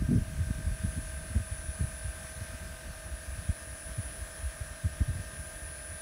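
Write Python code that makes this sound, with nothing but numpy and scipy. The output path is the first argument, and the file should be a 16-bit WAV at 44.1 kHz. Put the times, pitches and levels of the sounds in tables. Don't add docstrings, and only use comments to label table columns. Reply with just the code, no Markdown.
import sys
import numpy as np
from scipy import signal
from scipy.io import wavfile
from scipy.ndimage import uniform_filter1d

SR = 44100
rng = np.random.default_rng(int(sys.argv[2]) if len(sys.argv) > 2 else 0)


def unload_wav(signal):
    wavfile.write(
        sys.argv[1],
        SR,
        np.round(np.clip(np.atleast_2d(signal).T, -1, 1) * 32767).astype(np.int16),
    )


N = 265217
T = np.arange(N) / SR
COARSE = T[::256]


def gain_of(db):
    return 10 ** (np.asarray(db) / 20)


def evened(x):
    return x / np.sqrt(np.mean(x ** 2) + 1e-20)


def curve(rows):
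    return np.interp(T, *np.transpose(rows))


def drift(top_hz, span=20, t=T):
    hz = np.geomspace(top_hz / span, top_hz, num=16)[:, None]
    start = rng.random(hz.shape)
    waves = np.sin(2 * np.pi * (hz * COARSE + start)) / np.sqrt(hz)
    return np.interp(t, COARSE, evened(waves.sum(0)))


def noise(spectrum, patchy_db, size=1024):
    bins_hz = np.fft.rfftfreq(size, 1 / SR)
    frames = N * 4 // size + 5
    real, imag, patches = rng.standard_normal((frames, len(bins_hz), 3)).T
    patches = uniform_filter1d(patches, size=10, axis=0)
    patches = evened(uniform_filter1d(patches, size=10, axis=1))
    hz, db = np.transpose(spectrum)
    shape_db = np.interp(np.log(bins_hz + 1), np.log(hz), db)[:, None]
    spectra = (real + 1j * imag) * gain_of(shape_db + patchy_db * patches)
    return evened(signal.istft(spectra, nperseg=size, noverlap=size * 3 // 4)[1][:N])


def plateau(span, ramp_s):
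    from_edge_s = np.minimum(COARSE - span[0], span[1] - COARSE)
    return np.clip(from_edge_s / ramp_s + .5, 0, 1)


def rumble():
    # time in seconds, level in dB.
    wind_level = [(0.0, -33), (0.48, -37), (0.58, -37), (0.8, -37.5), (1.42, -44), (1.94, -43), (2.18, -46),
                  (2.61, -42), (3.13, -46.5), (3.25, -49), (3.35, -43.5), (3.55, -48), (3.8, -47),
                  (4.13, -47), (4.79, -48), (5.09, -40), (5.37, -46), (6.01, -49)]
    # frequency in Hz, relative level in dB per Hz.
    rumble_spectrum = [(15, -62), (25, -35), (40, -3.5), (60, 7), (90, -10.5), (140, -8), (250, -23),
                       (400, -33.5), (700, -79), (1500, -110)]
    level_db = curve(wind_level) + 3.04 * drift(80) + 0.4 * drift(9.8, span=4)
    return gain_of(level_db) * noise(rumble_spectrum, patchy_db=1.07, size=2048)


def eddies():
    # centre in seconds, peak level in dB, pitch at the centre in Hz, length in ms,
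    # level of the rough edge in dB (levels as they stand before the capsule rounds them).
    thumps = [(0.023, -26, 98, 6.4, -33.5), (0.092, -23, 113, 10.4, -30), (0.126, -40, 150, 31.5, -23.5),
              (0.162, -18, 112, 22.5, -25.5), (0.184, -27.5, 132, 28, -27), (0.225, -28, 79, 8.3, -40),
              (0.298, -34, 65.6, 13, -48), (0.419, -23.5, 86, 38, -45), (0.473, -27, 79, 12, -40.5),
              (0.508, -21.5, 89.3, 9.7, -30.5), (0.618, -33, 70, 28, -45), (0.673, -23.5, 69.4, 17, -46),
              (0.698, -27, 53.7, 44, -47.5), (0.855, -26.5, 82, 36, -35.5), (0.982, -26, 77.4, 20, -36),
              (1.315, -33, 87, 24, -45), (1.367, -18, 73, 20, -29.5), (1.41, -28, 80, 19, -62),
              (1.523, -26.5, 82, 15, -49), (1.69, -25, 68.6, 8.2, -48), (1.815, -22.5, 78.5, 20, -29.5),
              (1.843, -20.5, 96, 10.6, -38), (2.055, -30, 81, 16, -58), (2.09, -30, 68, 33, -54),
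              (2.42, -26.5, 84, 15, -47.5), (2.547, -33.5, 75.6, 22, -51.5), (2.905, -35, 60, 23, -52),
              (3.135, -32, 56.5, 34, -60), (3.29, -30.5, 65.4, 23, -52), (3.335, -35, 60, 20, -55),
              (3.393, -29.5, 83.4, 14, -50), (3.499, -17.5, 73.6, 13, -40), (3.994, -26, 101, 22, -43),
              (4.063, -33, 63, 27, -53.5), (4.227, -32.5, 65, 27, -57), (4.461, -28, 65.6, 50, -59),
              (4.616, -26.5, 79, 12, -52), (4.714, -35, 70, 18, -52), (4.859, -19.5, 91, 19.5, -36),
              (5.016, -16, 70, 15.4, -32), (5.091, -23, 109, 12, -41), (5.163, -29.5, 90, 19, -40.5),
              (5.203, -34, 94, 26, -44), (5.63, -38.5, 65, 30, -53)]
    # frequency in Hz, relative level in dB per Hz.
    edge_spectrum = [(60, -33), (120, -1), (170, 3.5), (250, -2), (320, -17), (450, -25.5), (700, -40),
                     (1500, -110)]
    rough = noise(edge_spectrum, patchy_db=4.0, size=2048)
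    start_phases = rng.uniform(-0.81, 1.0, len(thumps))
    out = np.zeros(N)
    for (s, db, hz, ms, edge_db), phase in zip(thumps, start_phases):
        near = slice(max(round((s - .2) * SR), 0), round((s + .2) * SR))
        u = (T[near] - s) / (ms / 1000)
        turns = np.cumsum(hz * np.exp(-.45 * np.tanh(u))) / SR
        turns -= np.interp(0, u, turns)
        out[near] += gain_of(db - 21.0 * u ** 2) * np.cos(2 * np.pi * turns + phase)
        out[near] += gain_of(edge_db - 20.0 * (u + 0.16) ** 2) * rough[near]
    return out


def wind():
    return .22 * np.tanh((rumble() + eddies()) / .22)


def hiss():
    # frequency in Hz, relative level in dB per Hz.
    hiss_spectrum = [(150, -14), (300, 4), (450, -3.5), (900, -1.5), (1400, -0.5), (2000, -2), (3000, -4.5),
                     (4700, -7), (5600, -4.5), (7600, -8), (9300, -5.5), (10200, -15.5), (11000, -11),
                     (15500, -13.5)]
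    # time in seconds, level in dB.
    hiss_level = [(0, -54), (.3, -52.5), (2, -51.5), (6.01, -51.5)]
    level_db = curve(hiss_level) + 0.42 * drift(9.8)
    return gain_of(level_db) * noise(hiss_spectrum, patchy_db=1.22)


def shaft_turns():
    # time in seconds, shaft speed in turns per second.
    speed = [(0.0, 42.4), (0.3, 42.43), (0.7, 42.544), (3.02, 42.543), (3.25, 42.776), (3.75, 42.91),
             (4.4, 42.895), (4.88, 43.0), (5.25, 43.15), (6.04, 43.09)]
    return np.cumsum(curve(speed)) / SR


def tones(rows, base_turns, episode_db, spread, waver_db, wobble):
    # time in seconds, position from 0 raised to 1 low.
    bed_rows = [(2.6, 0.065), (3.3, 0.56), (4.6, 0.77), (5.1, 1)]
    bed = np.interp(COARSE, *np.transpose(bed_rows))
    turns = shaft_turns()
    warm_db, warm_s, warm_multiple = -5.5, 0.75, 37
    warming_db = warm_db * np.clip(1 - COARSE / warm_s, 0, 1)
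    out = np.zeros(N)
    for k, raised_db, low_db in rows:
        db = raised_db + (low_db - raised_db) * bed
        db = db + warming_db * min(abs(k) / warm_multiple, 1) + episode_db(k)
        level = np.sqrt(2) * gain_of(db + waver_db * drift(10, span=5.3, t=COARSE))
        offset = spread * k ** 2 + wobble * drift(12, t=COARSE)
        offset = offset + 2 * bed * rng.standard_normal()
        phase = 2 * np.pi * (base_turns + k * turns) + np.interp(T, COARSE, offset)
        out += np.interp(T, COARSE, level) * np.cos(phase)
    return out


def shift_db(k):
    near_db, far_db, near_multiple = 8, -4, 38
    change_db = near_db if abs(k) < near_multiple else far_db
    return change_db * plateau((2.36, 3.2), ramp_s=.3)


def controller():
    switching_hz = 9827.8
    # time in seconds, level in dB.
    whistle_level = [(0.0, -56.5), (0.5, -54.5), (0.95, -48), (1.34, -50.5), (1.62, -47), (1.92, -47.5),
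                     (2.46, -51), (2.68, -55.5), (2.91, -54.5), (3.05, -52), (3.55, -50), (4.1, -46.5),
                     (4.25, -50), (4.45, -49), (4.74, -52.5), (5.07, -52), (5.47, -48.5), (6.01, -46)]
    # shaft multiples off the whistle, level in dB with the bed raised, level in dB with it low.
    sidebands = [(-84, -70.5, -82), (-63, -76.5, -84), (-42, -63, -68), (-35, -81, -87), (-28, -80, -86),
                 (-7, -78, -84), (35, -84, -96), (42, -82, -84)]
    level_db = curve(whistle_level) + 0.79 * drift(55, span=5.5) + 0.65 * drift(8, span=3)
    phase = 2 * np.pi * switching_hz * T + 0.23 * drift(110)
    whistle = np.sqrt(2) * gain_of(level_db) * np.cos(phase)
    return whistle + tones(sidebands, switching_hz * T, shift_db, spread=.1, waver_db=1.2, wobble=.2)


def stray_tone():
    stray_hz, stray_db = 1229, -66.5
    level = np.sqrt(2) * gain_of(stray_db + 1.85 * drift(12, span=6))
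    return level * np.cos(2 * np.pi * stray_hz * T + 1.3 * drift(9))


def housing_rattle():
    # resonance in Hz, width in Hz, level in dB.
    resonances = [(663, 55, -64.5), (1622, 100, -61.5), (1813, 48, -67), (2506, 290, -66)]
    throb = 1 + 0.49 * np.cos(2 * np.pi * shaft_turns())
    out = np.zeros(N)
    for hz, width, db in resonances:
        r = np.exp(-np.pi * width / SR)
        grain = rng.standard_normal(N) + 1j * rng.standard_normal(N)
        slow = signal.lfilter([1 - r], [1, -r], throb * grain)
        ringing = (slow * np.exp(2j * np.pi * hz * T)).real
        out += gain_of(db + 0.84 * drift(1.9)) * evened(ringing)
    return out


def handover_db(k):
    swap_db = {37: -9, 38: 6}.get(k, 0)
    return swap_db * plateau((3, 4.85), ramp_s=0.71)


def pump():
    # multiple of the shaft speed, level in dB with the bed raised, level in dB with it low.
    harmonics = [(12, -66.5, -66), (14, -64, -59.5), (15, -56, -59), (16, -66, -67), (22, -76, -82),
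                 (24, -76, -81), (28, -78, -72), (31, -74, -79), (32, -80, -73), (35, -76, -72),
                 (36, -61.5, -60.5), (37, -57, -57), (38, -65, -66), (39, -68, -71), (42, -63.5, -60),
                 (43, -75, -72), (44, -74, -76), (45, -71, -84), (48, -71.5, -75), (49, -76, -78),
                 (50, -74, -80), (56, -72.5, -78), (57, -74, -90), (59, -74.5, -81), (60, -77, -80),
                 (61, -88, -73), (62, -77, -90), (84, -69.5, -83), (105, -72, -88), (210, -71, -77)]
    buzz = tones(harmonics, 0, handover_db, spread=np.pi / 100, waver_db=.8, wobble=.2)
    return housing_rattle() + stray_tone() + buzz


def scene():
    return (wind() + hiss() + controller() + pump())[None]


def record(dry):
    edge_hz = 15730
    low_cut = signal.butter(N=3, Wn=32, btype="high", fs=SR, output="sos")
    cut = signal.sosfilt(low_cut, dry)
    band_limit = signal.firwin(1023, edge_hz, window=("kaiser", 10), fs=SR)
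    return signal.oaconvolve(cut, band_limit[None], "same")


dry = scene()
out = record(dry)
unload_wav(out)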